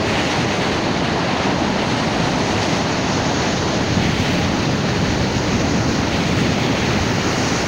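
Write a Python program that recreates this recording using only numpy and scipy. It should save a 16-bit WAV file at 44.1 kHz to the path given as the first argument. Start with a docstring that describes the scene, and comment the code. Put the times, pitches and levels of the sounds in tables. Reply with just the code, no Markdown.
"""Floodwater leaves a dam's open gates and boils in the river below, heard from high on the crest.
From the start, countless bubbles merge into a steady rush: waves churn, crests splash, spray hisses,
foam fizzes. Near 3.9 s the listener turns to the plunge pool and its rumble grows. From 6.5 s the gates
swing into view; the wash of the rapids and the airy hiss rise a little."""
import sys
import numpy as np
from scipy import signal
from scipy.fft import rfft, irfft, next_fast_len
from scipy.io import wavfile
from scipy.ndimage import uniform_filter1d, minimum_filter1d

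SR = 44100
rng = np.random.default_rng(int(sys.argv[2]) if len(sys.argv) > 2 else 0)


def int16_out(signal):
    """Quantize to a 16-bit WAV file."""
    q = np.round(np.clip(np.atleast_2d(signal).T, -1, 1) * 32767)
    wavfile.write(sys.argv[1], SR, q.astype(np.int16))


N = 338247

# low, mid and high water noise: freq_hz, density_db
ROAR_SPECTRUM = [(20, -16.5), (40, -22), (58, -9.5), (85, -3.5), (120, 0.5), (180, 0.2), (270, -1.4),
                 (350, -4.5), (470, -6.5), (700, -9), (850, -10), (1020, -13), (1270, -18), (1500, -16.3),
                 (1900, -15.7)]
RUSH_SPECTRUM = [(1100, -0.5), (1280, -3), (1600, -4.5), (1900, -3.5), (2300, -4.5), (2750, -5.5),
                 (3400, -7), (3850, -4.5), (4400, -3.5), (4950, -6), (5450, -5), (6100, -3.5), (6650, -5.5),
                 (7000, -9.5)]
FIZZ_SPECTRUM = [(6500, 9.5), (7600, 2.5), (9000, -2.5), (11000, -8), (13500, -14.5), (14800, -5.5),
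                 (15700, -4.5)]
# listener's heading: time_s, turn_share (0 = downstream, 1 = open to the pool)
LISTENER_TURN = [(0.0, 0.38), (1.0, 0.06), (3.76, 0.4), (3.92, 0.85), (6.4, 1.0), (7.67, 0.6)]
# air clouds well up: start_s, length_s, depths_rise_db, plunge_rise_db, boil_rise_db
UPWELLING_SURGES = [(1.18, 0.11, -3, 2, -0.7), (1.45, 0.2, 1.5, 0.7, 1.5), (2.16, 0.11, 2, 4.5, 1),
                    (3.89, 0.17, 2, 3, 1.5), (4.2, 0.2, -1, -1, 1), (4.59, 0.23, -6.5, 5.6, -0.7),
                    (4.99, 0.11, 4.5, 3, -0.5), (5.45, 0.4, 1.5, -2, 2), (6.29, 0.25, -1.5, 1.5, 1.5),
                    (6.88, 0.25, 1.5, 3, 0.5), (7.2, 0.5, 1, 0, -0.3)]
# large waves fold over: start_s, length_s, churn_rise_db, unused_db
FOLD_SURGES = [(0.1, 0.2, 0.3, 1.2), (1.4, 0.14, 1.5, -0.8), (2.04, 0.13, 1.5, 0.8), (2.88, 0.18, 1.3, 0.8),
               (3.19, 0.088, 2, -2), (3.6, 0.17, 1.3, -1), (4.1, 0.35, 0.5, 1.3), (5.45, 0.2, 1, 2.2),
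               (6.04, 0.12, 1, 4), (6.52, 0.3, 1.5, 1.6)]
# crests break into foam: start_s, length_s, splash_rise_db, fizz_rise_db, air_rise_db
BREAKER_SURGES = [(0.0, 0.36, 4.5, 5.4, 3.6), (0.47, 0.21, 2.5, 4.0, 3.6), (1.78, 0.62, 0.5, 3.5, 1),
                  (2.42, 0.31, 2, 4.5, 2.8), (3.97, 0.12, 3.5, 3.2, 5), (4.12, 0.22, 3, 4.2, 6.3),
                  (5.44, 0.062, 3.5, 1.2, 2), (6.09, 0.27, 3, 2.8, 3.2), (6.3, 0.1, 3, 5, 5.4),
                  (6.52, 0.33, 4, 2.5, 5), (6.85, 0.66, 2.5, 1.8, 4.2), (7.27, 0.45, 2.5, 5.5, 4)]
# drifting spray: time_s, level_db
SPRAY_LEVEL = [(0.0, -38.5), (0.28, -35), (1.15, -39.5), (1.65, -38.5), (2.6, -34.5), (3.1, -33.5),
               (3.5, -32.5), (3.98, -35.8), (5.2, -36.4), (5.5, -33.5), (5.95, -34.5), (6.22, -37),
               (7.0, -35), (7.42, -31)]
# notch in the rush: time_s, removed_share
HOLLOW_DEPTH = [(0.0, 0.22), (1.0, 0.03), (4.5, 0.028), (5.85, 0.33), (6.2, 0.05), (6.75, 0.018),
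                (7.25, 0.36)]

# band edges between the sources
DEPTHS_TOP_HZ, PLUNGE_TOP_HZ, BOIL_TOP_HZ, ROLLER_TOP_HZ = 103, 168, 336.5, 542
CHURN_TOP_HZ, RAPIDS_TOP_HZ, SPLASH_TOP_HZ = 1196, 1816, 3550
SHEET_TOP_HZ, SPRAY_TOP_HZ, FOAM_TOP_HZ, CUTOFF_HZ = 4760, 6970, 11100, 15750
# base level facing downstream, change at full turn
BOIL_DB, BOIL_TURN_DB = -24, 1.2
CHURN_DB, CHURN_TURN_DB = -24.5, -4
ROLLER_DB = -27
PLUNGE_DB, PLUNGE_TURN_DB = -30, 4.6
DEPTHS_DB, DEPTHS_TURN_DB = -32.5, 5.5
SPLASH_DB, SPLASH_TURN_DB = -29.5, -1
RAPIDS_DB, RAPIDS_TURN_DB = -29.5, -2
SHEET_DB, SHEET_TURN_DB = -33, -0.1
FIZZ_DB, FIZZ_TURN_DB = -52, -0.1
AIR_DB, AIR_TURN_DB = -62, 5.5

SHEET_FOLLOWS_SPLASH, SHEET_FOLLOWS_SPRAY, AIR_FOLLOWS_SPRAY = 0.12, 0.22, 0.3   # dB per dB
SURGE_ATTACK_S, SURGE_RELEASE_S, SURGE_SAG_PER_S = 0.078, 0.17, 0.13
GATES_START_S, GATES_SWING_S, RAPIDS_GATES_DB, AIR_GATES_DB = 6.5, 0.79, 1.5, 0.5
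FLICKER_DB, FLICKER_HZ = 0.66, 16   # all the treble together
HOLLOW_HZ, HOLLOW_WIDTH_HZ = 3480, 1400


def boil():
    """Clouds of air well up and break apart with a dull roar."""
    return colour(rng.standard_normal(N), ROAR_SPECTRUM, PLUNGE_TOP_HZ, BOIL_TOP_HZ, order=6)


def churning_waves():
    """Waves fold over and trap large, gurgling air pockets."""
    pockets = bubbles(548.5, 1167, per_s=5000, ring_cycles=25, spread_db=1, sizes=12)
    water = turbulence(swing_db=1, rate_hz=7.7) + from_db(-6.5) * pockets
    return colour(water, ROAR_SPECTRUM, ROLLER_TOP_HZ, CHURN_TOP_HZ, order=8)


def rollers():
    """Standing waves roll back on themselves below the pool."""
    water = turbulence(swing_db=0.4, rate_hz=2.3)
    return colour(water, ROAR_SPECTRUM, BOIL_TOP_HZ, ROLLER_TOP_HZ, order=6)


def plunge_pool():
    """Jets drive big air clouds under water; each throbs as a whole."""
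    throb = turbulence(swing_db=0.5, rate_hz=2.7)
    return colour(throb, ROAR_SPECTRUM, DEPTHS_TOP_HZ, PLUNGE_TOP_HZ, order=6)


def pool_depths():
    """The largest, deepest clouds heave with a low thunder."""
    heave = turbulence(swing_db=0.9, rate_hz=1.9)
    return colour(heave, ROAR_SPECTRUM, 12, DEPTHS_TOP_HZ, order=6)


def splashing_crests():
    """Breaking crests throw drops back on the river, making small bubbles."""
    drops = bubbles(1732, 3395, per_s=8000, ring_cycles=34, spread_db=2, sizes=14)
    water = turbulence(swing_db=1.04, rate_hz=16) + from_db(-11) * drops
    return colour(water, RUSH_SPECTRUM, RAPIDS_TOP_HZ, SPLASH_TOP_HZ, order=9)


def far_rapids():
    """Rapids downstream merge into an even wash."""
    water = turbulence(swing_db=0.5, rate_hz=14)
    return colour(water, RUSH_SPECTRUM, CHURN_TOP_HZ, RAPIDS_TOP_HZ, order=9)


def spillway_sheets():
    """Fast water sheets tear along the concrete with an even hiss."""
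    flow = turbulence(swing_db=0.4, rate_hz=16)
    return colour(flow, RUSH_SPECTRUM, SPLASH_TOP_HZ, SHEET_TOP_HZ, order=10)


def spray():
    """Fine spray hisses up to a steep band edge."""
    mist = turbulence(swing_db=0.87, rate_hz=15)
    hiss = colour(mist, RUSH_SPECTRUM, SHEET_TOP_HZ, CUTOFF_HZ, order=10)
    lowpass = signal.ellip(8, 0.3, 50, SPRAY_TOP_HZ, fs=SR, output="sos")
    return unit_rms(signal.sosfilt(lowpass, hiss))


def foam(fizz_db, air_db):
    """The tiniest bubbles burst, dulled by distance; an airy hiss lies above them."""
    bursts = turbulence(swing_db=0.45, rate_hz=20)
    fizz = colour(bursts, FIZZ_SPECTRUM, SPRAY_TOP_HZ, FOAM_TOP_HZ, order=12)
    shimmer = turbulence(swing_db=0.6, rate_hz=15)
    air = colour(shimmer, FIZZ_SPECTRUM, FOAM_TOP_HZ, 17500, order=12)
    return from_db(fizz_db) * fizz + from_db(air_db) * air


def turbulence(swing_db, rate_hz):
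    """Merged bubble collapses: white noise that swells and sinks with the eddies."""
    return rng.standard_normal(N) * from_db(swing_db * drift(rate_hz))


def bubbles(low_hz, high_hz, per_s, ring_cycles, spread_db, sizes):
    """Bubbles pinch off at random and ring down 60 dB in ring_cycles; rms 1."""
    out = np.zeros(N)
    for hz in np.geomspace(low_hz, high_hz, sizes):
        born = rng.random(N) < per_s / sizes / SR
        kicks = rng.standard_normal(N) * born
        kicks[born] *= from_db(spread_db * np.minimum(np.abs(kicks[born]), 2))
        decay = from_db(-60 * hz / (ring_cycles * SR))
        feedback = [1, -2 * decay * np.cos(2 * np.pi * hz / SR), decay * decay]
        ringing = signal.lfilter([1, 0, -1], feedback, kicks + 1e-18)
        out += np.sqrt(hz) * unit_rms(ringing)
    return unit_rms(out)


def surges(rows):
    """Each surge rises, sags and dies, displacing the last; one dB curve per rise column."""
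    time_s = np.arange(N) / SR
    curves_db = 0
    for start_s, length_s, *rise_db in rows:
        age_s = time_s - start_s
        release = 1 - (age_s - length_s) / SURGE_RELEASE_S
        shape = np.clip(np.minimum(age_s / SURGE_ATTACK_S, release), 0, 1)
        sag = 1 - SURGE_SAG_PER_S * age_s
        curves_db = curves_db * (1 - shape) + np.outer(rise_db, shape * sag)
    return curves_db


def parapet_reflection(x, share, delay_s):
    """Direct sound plus a near reflection, which combs the midrange."""
    n = np.arange(N)
    return x + share * np.interp(n - delay_s * SR, n, x, left=0)


def hollow(x, depth):
    """A shallow notch parts the hiss from the roar."""
    band = signal.lfilter(*signal.iirpeak(HOLLOW_HZ, HOLLOW_HZ / HOLLOW_WIDTH_HZ, fs=SR), x)
    return x - depth * band


def limiter(x, ceiling_db, hold_s):
    """Gain dips smoothly around peaks above the ceiling."""
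    span = int(hold_s * SR)
    allowed = np.minimum(1, from_db(ceiling_db) / (np.abs(x) + 1e-9))
    return x * uniform_filter1d(minimum_filter1d(allowed, span), span)


def colour(x, spectrum, low_hz, high_hz, order):
    """Apply a spectrum between two Butterworth edges; rms 1."""
    size = next_fast_len(N)
    hz = np.maximum(np.arange(size // 2 + 1) * SR / size, 1)
    point_hz, point_db = np.transpose(spectrum)
    shape = from_db(np.interp(np.log(hz), np.log(point_hz), point_db))
    edges = np.sqrt((1 + (low_hz / hz) ** (2 * order)) * (1 + (hz / high_hz) ** (2 * order)))
    return unit_rms(irfft(rfft(x, size) * shape / edges, size)[:N])


def drift(rate_hz):
    """Random wander, mostly below rate_hz; rms 1."""
    hz = np.arange(N // 2 + 1) * SR / N
    return unit_rms(irfft(rfft(rng.standard_normal(N)) / (1 + (hz / rate_hz) ** 2), N))


def per_sample(rows):
    """Interpolate (time_s, value) rows."""
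    return np.interp(np.arange(N) / SR, *np.transpose(rows))


def from_db(db):
    """Decibels to gain."""
    return 10 ** (np.asarray(db) / 20)


def unit_rms(x):
    """Scale to rms 1."""
    return x / np.sqrt(np.mean(x ** 2) + 1e-20)


def scene():
    """Open-air mono mix; the turn and the surges set the balance."""
    turn = per_sample(LISTENER_TURN)
    gates = np.clip((np.arange(N) / SR - GATES_START_S) / GATES_SWING_S, 0, 1)
    spray_db = per_sample(SPRAY_LEVEL)
    spray_swing_db = spray_db - spray_db.mean()
    depths_rise_db, plunge_rise_db, boil_rise_db = surges(UPWELLING_SURGES)
    splash_rise_db, fizz_rise_db, air_rise_db = surges(BREAKER_SURGES)
    churn_rise_db = surges(FOLD_SURGES)[0]

    boil_db = BOIL_DB + BOIL_TURN_DB * turn + boil_rise_db
    churn_db = CHURN_DB + CHURN_TURN_DB * turn + churn_rise_db
    plunge_db = PLUNGE_DB + PLUNGE_TURN_DB * turn + plunge_rise_db
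    depths_db = DEPTHS_DB + DEPTHS_TURN_DB * turn + depths_rise_db
    splash_db = SPLASH_DB + SPLASH_TURN_DB * turn + splash_rise_db
    rapids_db = RAPIDS_DB + RAPIDS_TURN_DB * turn + RAPIDS_GATES_DB * gates
    sheet_db = SHEET_DB + SHEET_TURN_DB * turn
    sheet_db += SHEET_FOLLOWS_SPLASH * splash_rise_db + SHEET_FOLLOWS_SPRAY * spray_swing_db
    fizz_db = FIZZ_DB + FIZZ_TURN_DB * turn + fizz_rise_db
    air_db = AIR_DB + AIR_TURN_DB * turn + air_rise_db
    air_db += AIR_GATES_DB * gates + AIR_FOLLOWS_SPRAY * spray_swing_db
    flicker = from_db(FLICKER_DB * drift(FLICKER_HZ))

    rumble = from_db(depths_db) * pool_depths() + from_db(plunge_db) * plunge_pool()
    roar = from_db(boil_db) * boil() + from_db(ROLLER_DB) * rollers()
    wash = from_db(rapids_db) * far_rapids() + from_db(splash_db) * splashing_crests()
    river = from_db(churn_db) * churning_waves() + flicker * wash
    river = parapet_reflection(river, share=0.08 * (1 - turn), delay_s=0.00106)
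    hiss = from_db(sheet_db) * spillway_sheets() + from_db(spray_db) * spray() + foam(fizz_db, air_db)
    rush = hollow(river + flicker * hiss, per_sample(HOLLOW_DEPTH))
    return (rumble + roar + rush)[None]


def record(dry):
    """Peak limiter, then a steep lowpass."""
    held = limiter(dry, ceiling_db=-6, hold_s=0.0044)
    lowpass = signal.ellip(12, 0.1, 80, CUTOFF_HZ, fs=SR, output="sos")
    return signal.sosfilt(lowpass, held)


dry = scene()
out = record(dry)
int16_out(out)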